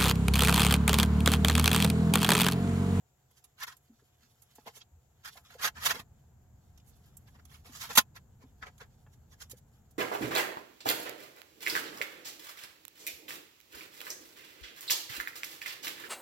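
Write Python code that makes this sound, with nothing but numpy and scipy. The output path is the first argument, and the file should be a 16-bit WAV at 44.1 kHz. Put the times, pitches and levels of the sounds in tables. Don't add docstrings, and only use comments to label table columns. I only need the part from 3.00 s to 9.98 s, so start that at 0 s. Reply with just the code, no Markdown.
import sys
import numpy as np
from scipy import signal
from scipy.fft import rfft, irfft, next_fast_len
from scipy.io import wavfile

SR = 44100
rng = np.random.default_rng(int(sys.argv[2]) if len(sys.argv) > 2 else 0)


def put_to_file(sound):
    columns = np.atleast_2d(sound).T
    safe = np.clip(columns, -1, 1)
    whole_steps = np.round(safe * 32767)
    wavfile.write(sys.argv[1], SR, whole_steps.astype(np.int16))


N = 307818
TIME = np.arange(N) / SR


def from_db(db):
    return 10 ** (np.asarray(db) / 20)


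def unit_rms(x):
    return x / np.sqrt(np.mean(x ** 2) + 1e-20)


def add(out, sound, start_s):
    at = int(start_s * SR)
    out[..., at:at + sound.shape[-1]] += sound


def coloured(x, points):
    hz, db = np.transpose(points)
    length = x.shape[-1]
    size = next_fast_len(length + 2048)
    bin_hz = np.arange(size // 2 + 1) * SR / size
    gain = from_db(np.interp(np.log(bin_hz + 1), np.log(hz), db))
    return irfft(rfft(x, size) * gain, size)[..., :length]


def band(x, low_hz, high_hz, order=2):
    return signal.sosfilt(signal.butter(order, [low_hz, high_hz], "band", fs=SR, output="sos"), x + 1e-18)


def drift(knots_per_s):
    knots = rng.standard_normal(int(N / SR * knots_per_s) + 2)
    return unit_rms(np.interp(TIME * knots_per_s, np.arange(len(knots)), knots))


def stereo_noise(side_db):
    mid, side = rng.standard_normal((2, N))
    return mid + from_db(side_db) * side * [[1], [-1]]


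# frequency in Hz, relative level in dB.
HISS_LEFT = [(500, -7), (2500, -10.5), (5300, -14.5), (6300, -7), (7100, 2.5), (7900, -4), (8900, -23.5),
             (10500, -19), (13000, -6.5), (15300, -10.5)]
HISS_RIGHT = [(500, -9), (2500, -9), (5300, -13.5), (6300, -7.5), (7000, -3), (7600, -10.5), (8400, -26),
              (10500, -14), (12000, -6), (15300, -19.5)]
def hiss(level_db):
    ears = np.array([coloured(rng.standard_normal(N), port) for port in (HISS_LEFT, HISS_RIGHT)])
    return from_db(level_db) * unit_rms(ears)


# time in seconds, level in dB before the rumble's gain.
RUMBLE_LEVELS = [(0.0, -74.5), (1.38, -74), (2.57, -68), (2.8, -57), (3.26, -62.5), (4.1, -59), (6.98, -62)]
# frequency in Hz, relative level in dB.
RUMBLE_SPECTRUM = [(20, -18), (45, -7), (82, 3), (104, -5), (126, 0.5), (165, -9.5), (220, -12),
                   (320, -24.5), (600, -67)]
RUSH_SPECTRUM = [(150, -6.5), (300, 0), (450, 3.5), (590, -2), (720, 2), (900, -0.5), (1100, -7.5),
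                 (1600, -8), (2500, -28), (6000, -32)]
# frequency in Hz, level in dB.
FAN_TONES = [(119, -80), (134, -80.5), (722, -89.5), (380, -96)]
def fan(rumble_gain_db, rush_db, rush_follows, waver_db):
    level_db = np.interp(TIME, *np.transpose(RUMBLE_LEVELS))
    rumble = unit_rms(coloured(stereo_noise(side_db=-16.0), RUMBLE_SPECTRUM))
    rush = unit_rms(coloured(stereo_noise(side_db=-3.5), RUSH_SPECTRUM))
    rush_gain = from_db(rush_db + rush_follows * (level_db - level_db.mean()))
    hum = 0
    for hz, db in FAN_TONES:
        amplitude = np.sqrt(2) * from_db(db + waver_db * drift(2.3))
        hum += amplitude * np.sin(2 * np.pi * hz * TIME + 0.63 * drift(5.5))
    return from_db(level_db + rumble_gain_db) * rumble + rush_gain * rush + hum


# frequency in Hz, gain in dB, T60 in seconds before the limit below.
PANEL_MODES = [(80.4, -2, 0.038), (130, -14, 0.054), (245, 4, 0.033), (433, 3, 0.023), (475, -8, .06),
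               (688, -0.5, 0.059), (843, 0, .07), (1038, -1, 0.17), (1324, -4, 0.027), (1683, 0, .05),
               (1876, -2.5, .05), (2270, -7.5, 0.15), (2560, -5, 0.18), (2720, -3, 0.042),
               (3200, -2, 0.013), (3560, -7, .04), (4750, -8, 0.024)]
def panels(force, longest_t60_s=.075):
    out = 0
    for hz, db, t60 in PANEL_MODES:
        radius = from_db(-60 / (min(t60, longest_t60_s) * SR))
        gain = (1 - radius ** 2) / 2
        feedback = [1, -2 * radius * np.cos(2 * np.pi * hz / SR), radius ** 2]
        out += from_db(db) * signal.lfilter([gain, 0, -gain], feedback, force + 1e-18)
    return out


def thud(peak_db, hz, contact_s, width, direct_db=-18.0):
    t = TIME[:SR // 4]
    push = rng.standard_normal(len(t)) * (t / contact_s) * np.exp(-2 * t / contact_s)
    force = band(push, hz / (1 + width), hz * (1 + width))
    sound = panels(force) + from_db(direct_db) * force
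    return from_db(peak_db) * sound / np.abs(sound).max()


# start in seconds, peak in dB, favoured pitch in Hz, contact in seconds.
BUMPS = [(0.892, -51, 230, 0.02), (.99, -65, 1450, 0.014), (1.02, -62, 260, .0065), (1.21, -67, 216, .024),
         (1.226, -65, 1720, 0.0088), (1.583, -44.5, 500, .003), (1.661, -50, 517, 0.0052),
         (1.762, -57.5, 520, .011), (1.901, -52.5, 70, .041), (2.35, -53.5, 696, .019),
         (2.544, -46, 620, .012), (2.747, -46, 83, .022), (2.941, -46, 1000, .013),
         (2.993, -44.5, 157, .0052), (4.685, -51.5, 260, .018), (5.432, -50, 238.6, .012),
         (6.063, -54, 1050, .0076), (6.526, -46.5, 430, .01)]
def hand_bumps(octave_contact_s):
    out = np.zeros(N + SR)
    for start_s, peak_db, hz, contact_s in BUMPS:
        width = np.clip(octave_contact_s / contact_s, .15, 1.5)
        add(out, thud(peak_db, hz, contact_s, width), start_s)
    return out[:N]


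# frequency in Hz, left minus right in dB.
EAR_BALANCE = [(300, -1), (1500, 0), (3500, -2.5), (6500, -5.5), (8300, 1), (11500, -8.5), (15000, -2)]
def cabinet(x, t60_s, direct_db, shifts_per_s, apart_hz=800, left_delay_s=.00015):
    t, echo_t = TIME[:len(x)], TIME[:SR // 14]
    delayed = np.interp(t - np.round(left_delay_s * SR) / SR, t, x)
    ears = np.array([delayed, x]) * from_db(direct_db)
    travel = np.pi / 2 * shifts_per_s * t
    for nearness in (np.cos(travel), np.sin(travel)):
        response = rng.standard_normal((2, len(echo_t))) * from_db(-60 * echo_t / t60_s)
        mid, side = response / np.sqrt(np.sum(response ** 2, axis=1, keepdims=True))
        side = signal.lfilter(*signal.butter(1, apart_hz, "high", fs=SR), side)
        ears += signal.fftconvolve((x * nearness)[None], mid + side * [[1], [-1]], axes=1)[:, :len(x)]
    left = coloured(ears[0], [(hz, db / 2) for hz, db in EAR_BALANCE])
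    right = coloured(ears[1], [(hz, -db / 2) for hz, db in EAR_BALANCE])
    return np.array([left, right])


def friction(size, spread_db, rub_db, catches_per_s=2200):
    strengths = from_db(spread_db * np.minimum(rng.exponential(1, size), 3))
    signs = rng.choice([-1, 1], size)
    catches = strengths * signs * (rng.random(size) < catches_per_s / SR)
    return unit_rms(unit_rms(catches) + from_db(rub_db) * rng.standard_normal(size))


# frequency in Hz, gain in dB.
FRICTION_SPECTRUM = [(60, -11.5), (150, -11), (240, -4.5), (330, -16), (460, -4.5), (600, -5), (1000, 0),
                     (2500, -2), (3700, 1), (5000, -0.5), (7000, -1.5), (8800, -10), (10500, -2),
                     (12300, -1.5), (15800, -9.5)]
BAND_EDGES = [60, 1000, 2200, 8000, 16000]
# time in seconds, rustle level in dB.
RUSTLE_LEVELS = [(0, -84), (.35, -79), (1.25, -74.5), (1.7, -68), (1.9, -89), (2.2, -78), (2.37, -58.5),
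                 (2.57, -65.5), (2.73, -78), (3.5, -88), (3.9, -71), (4.6, -75.5), (4.9, -66), (5.08, -84),
                 (5.85, -78), (6.2, -83), (6.45, -72.5), (6.7, -82)]
def finger_rustle(clump_db, flicker_db, panel_db):
    clumps_db = clump_db * drift(35)
    brush = 0
    for low, high in zip(BAND_EDGES[1:], BAND_EDGES[2:]):
        force = friction(N, spread_db=5.0, rub_db=-2.5)
        brush += band(force * from_db(clumps_db + flicker_db * drift(30)), low, high)
    radiated = coloured(brush + from_db(panel_db) * panels(brush), FRICTION_SPECTRUM)
    ears = cabinet(radiated, t60_s=0.014, direct_db=-1.5, shifts_per_s=12)
    return from_db(np.interp(TIME, *np.transpose(RUSTLE_LEVELS))) * unit_rms(ears)


def slip(peak_s, rise_s, fall_s, scratch_db, shares_db, part_hz, pan_db, part_db=2.5, panel_db=-0.5):
    lead_s, band_ratio = .115, 1.22
    t = TIME[:SR // 4] - lead_s
    from_peak = np.abs(t / np.where(t < 0, rise_s, fall_s))
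    grip = from_db(-20 * np.minimum(from_peak ** 1.5, 10))
    force = grip * friction(len(t), spread_db=3.5, rub_db=-5)
    force += from_db(part_db) * band(force, part_hz / band_ratio, part_hz * band_ratio, order=1)
    radiated = coloured(force + from_db(panel_db) * panels(force), FRICTION_SPECTRUM)
    ears = cabinet(radiated, t60_s=0.045, direct_db=-3.5, shifts_per_s=70.4)
    body_db, ring_db, sizzle_db = shares_db
    sound = sum(from_db(db) * unit_rms(band(ears, low, high, order=3))
                for low, high, db in zip(BAND_EDGES, BAND_EDGES[1:], (body_db, ring_db, 0, sizzle_db)))
    level = np.sqrt(np.mean(grip ** 2)) * from_db(scratch_db)
    pan = from_db([[pan_db / 2], [-pan_db / 2]])
    return sound * level * pan, peak_s - lead_s


# peak time and fall in seconds, scratch level in dB, sizzle share in dB.
TICKS = [(0.441, 0.013, -58, 5.5), (.768, 0.011, -68, 11.5), (1.42, 0.022, -64, 8), (1.553, 0.019, -61, 6),
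         (3.776, 0.0073, -58.5, -3), (4.17, 0.006, -63.5, 19), (4.453, .003, -53, 2),
         (4.928, .025, -46, -1), (5.78, 0.013, -61.5, 2), (6.498, 0.01, -56, 7), (6.908, .016, -70.5, 8)]
def strip_ticks(rise_s, body_db, ring_db, strip_hz, pan_db):
    out = np.zeros((2, N + SR))
    for peak_s, fall_s, db, sizzle_db in TICKS:
        add(out, *slip(peak_s, rise_s, fall_s, db, (body_db, ring_db, sizzle_db), strip_hz, pan_db))
    return out[:, :N]


# peak time and rise or fall in seconds, scratch level and brightness in dB.
SWISHES = [(.378, 0.029, -64, 1), (1.767, 0.038, -53.5, 2), (3.885, 0.036, -70.5, 10.5),
           (4.76, 0.054, -48, -1), (4.817, 0.027, -41, -1.5), (6.136, 0.019, -67, 1),
           (6.328, 0.025, -60.5, -3.5), (6.418, 0.026, -46.5, -2), (6.513, 0.0094, -46.5, 6.5),
           (6.578, 0.017, -63.5, 5.5)]
def strip_swishes(body_db, ring_db, sizzle_db, strip_hz, pan_db):
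    out = np.zeros((2, N + SR))
    for peak_s, ramp_s, db, bright_db in SWISHES:
        shares_db = (body_db, ring_db - bright_db, sizzle_db + bright_db)
        add(out, *slip(peak_s, ramp_s, ramp_s, db, shares_db, strip_hz, pan_db))
    return out[:, :N]


def strip_squeak(peak_s, rise_s, fall_s, scratch_db, shares_db, pitch_hz, pan_db):
    out = np.zeros((2, N + SR))
    add(out, *slip(peak_s, rise_s, fall_s, scratch_db, shares_db, pitch_hz, pan_db))
    return out[:, :N]


# peak time, rise and fall in seconds,
# then scratch level, body share and brightness in dB.
SCRAPES = [(.313, 0.013, 0.012, -70.5, 0, 11), (.609, 0.03, 0.03, -48, -20, 0),
           (0.634, 0.019, 0.012, -37, -21.5, 0), (.676, 0.011, 0.033, -45.5, -17.5, 0),
           (.724, 0.027, 0.02, -56, -16, -0.5), (1.672, 0.014, .022, -48.5, 5, -1.5),
           (2.256, 0.019, 0.028, -45, -18.5, -0.5), (2.283, 0.02, 0.015, -46.5, -13, 1.5),
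           (2.377, 0.019, 0.0055, -52, -1.5, -1), (2.512, 0.029, 0.046, -58.5, -5, -1.5),
           (2.6, 0.022, 0.082, -49, -6.5, -2.5), (2.63, 0.019, 0.037, -34, -18, 2.5),
           (2.652, 0.019, 0.026, -27.5, -11, 0.5), (2.68, .017, 0.0091, -33, -9.5, -1.5),
           (2.765, 0.021, 0.17, -53.5, -7, -4), (2.835, .036, 0.048, -40, -17, 3),
           (2.864, 0.024, 0.02, -24, -14, 3.5), (2.907, 0.032, 0.02, -29, -8.5, -1),
           (2.95, 0.026, 0.044, -44, -1, -0.5), (2.997, 0.027, 0.024, -47, -3.5, 1),
           (4.282, 0.026, .016, -64.5, -6.5, 0.5), (4.353, 0.02, 0.023, -68.5, 4.5, -4.5),
           (4.396, 0.018, 0.011, -69.5, 6, -9.5), (4.54, 0.067, 0.062, -58.5, -11, 3),
           (4.661, 0.024, 0.076, -57, -2.5, 2.5), (4.84, 0.043, 0.048, -43.5, -14, 3),
           (4.906, 0.023, 0.034, -42, -2, -1), (5.163, 0.015, 0.019, -50.5, -9.5, -0.5),
           (5.425, 0.028, 0.025, -67, 5.5, -2.5), (5.628, 0.014, 0.023, -52, -0.5, -11),
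           (5.672, .022, 0.026, -55.5, 3.5, -5.5), (5.81, 0.014, 0.037, -54.5, 1.5, -5)]
def reel_scrapes(ring_db, sizzle_db, sizzle_follows, reel_hz, pan_db):
    out = np.zeros((2, N + SR))
    for peak_s, rise_s, fall_s, db, body_db, bright_db in SCRAPES:
        shares_db = (body_db, ring_db - bright_db, sizzle_db + sizzle_follows * bright_db)
        add(out, *slip(peak_s, rise_s, fall_s, db, shares_db, reel_hz, pan_db))
    return out[:, :N]


# peak time, rise and fall in seconds,
# then scratch level, brightness and left-minus-right pan in dB.
LANDING = [(4.954, 0.0033, 0.035, -31, 3.5, -1.5), (4.975, 0.0031, .011, -13.5, 1.5, -2.5),
           (4.982, .008, .013, -13.5, -1, 3.5), (5.007, 0.011, .008, -43, 1.5, -6)]
def reel_clack(drop_s, body_db, ring_db, sizzle_db, reel_hz, contact_s, width):
    out = np.zeros((2, N + SR))
    for peak_s, rise_s, fall_s, db, bright_db, pan_db in LANDING:
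        shares_db = (body_db, ring_db - bright_db / 2, sizzle_db + bright_db)
        add(out, *slip(peak_s, rise_s, fall_s, db, shares_db, reel_hz, pan_db))
    bed_thud = thud(peak_db=-30, hz=213, contact_s=contact_s, width=width)
    reel_knock = thud(peak_db=-15.5, hz=1050, contact_s=contact_s, width=width)
    add(out, bed_thud + reel_knock, drop_s)
    return out[:, :N]


def scene():
    reel = reel_scrapes(ring_db=2.0, sizzle_db=-5.5, sizzle_follows=0.8, reel_hz=1451, pan_db=-0.26)
    reel += reel_clack(drop_s=4.974, body_db=-15, ring_db=-4.0, sizzle_db=-2.5, reel_hz=1410,
                       contact_s=0.0027, width=.22)
    strip = strip_swishes(body_db=-17, ring_db=-5.5, sizzle_db=-2.5, strip_hz=6400, pan_db=-0.7)
    strip += strip_ticks(rise_s=0.0023, body_db=-15.5, ring_db=-8.5, strip_hz=6550, pan_db=-2.0)
    strip += strip_squeak(peak_s=1.815, rise_s=0.015, fall_s=0.013, scratch_db=-50.5,
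                          shares_db=(-30, -10.5, -31), pitch_hz=3900, pan_db=-1.0)
    hands = finger_rustle(clump_db=3.0, flicker_db=2.5, panel_db=-8.5) + hand_bumps(octave_contact_s=.0035)
    air = fan(rumble_gain_db=1.35, rush_db=-75, rush_follows=.33, waver_db=2.0)
    return reel + strip + hands + air + hiss(level_db=-76.5)


def record(dry):
    cutoff_hz = 15900
    return signal.sosfilt(signal.ellip(12, .1, 80, cutoff_hz, fs=SR, output="sos"), dry)


dry = scene()
out = record(dry)
put_to_file(out)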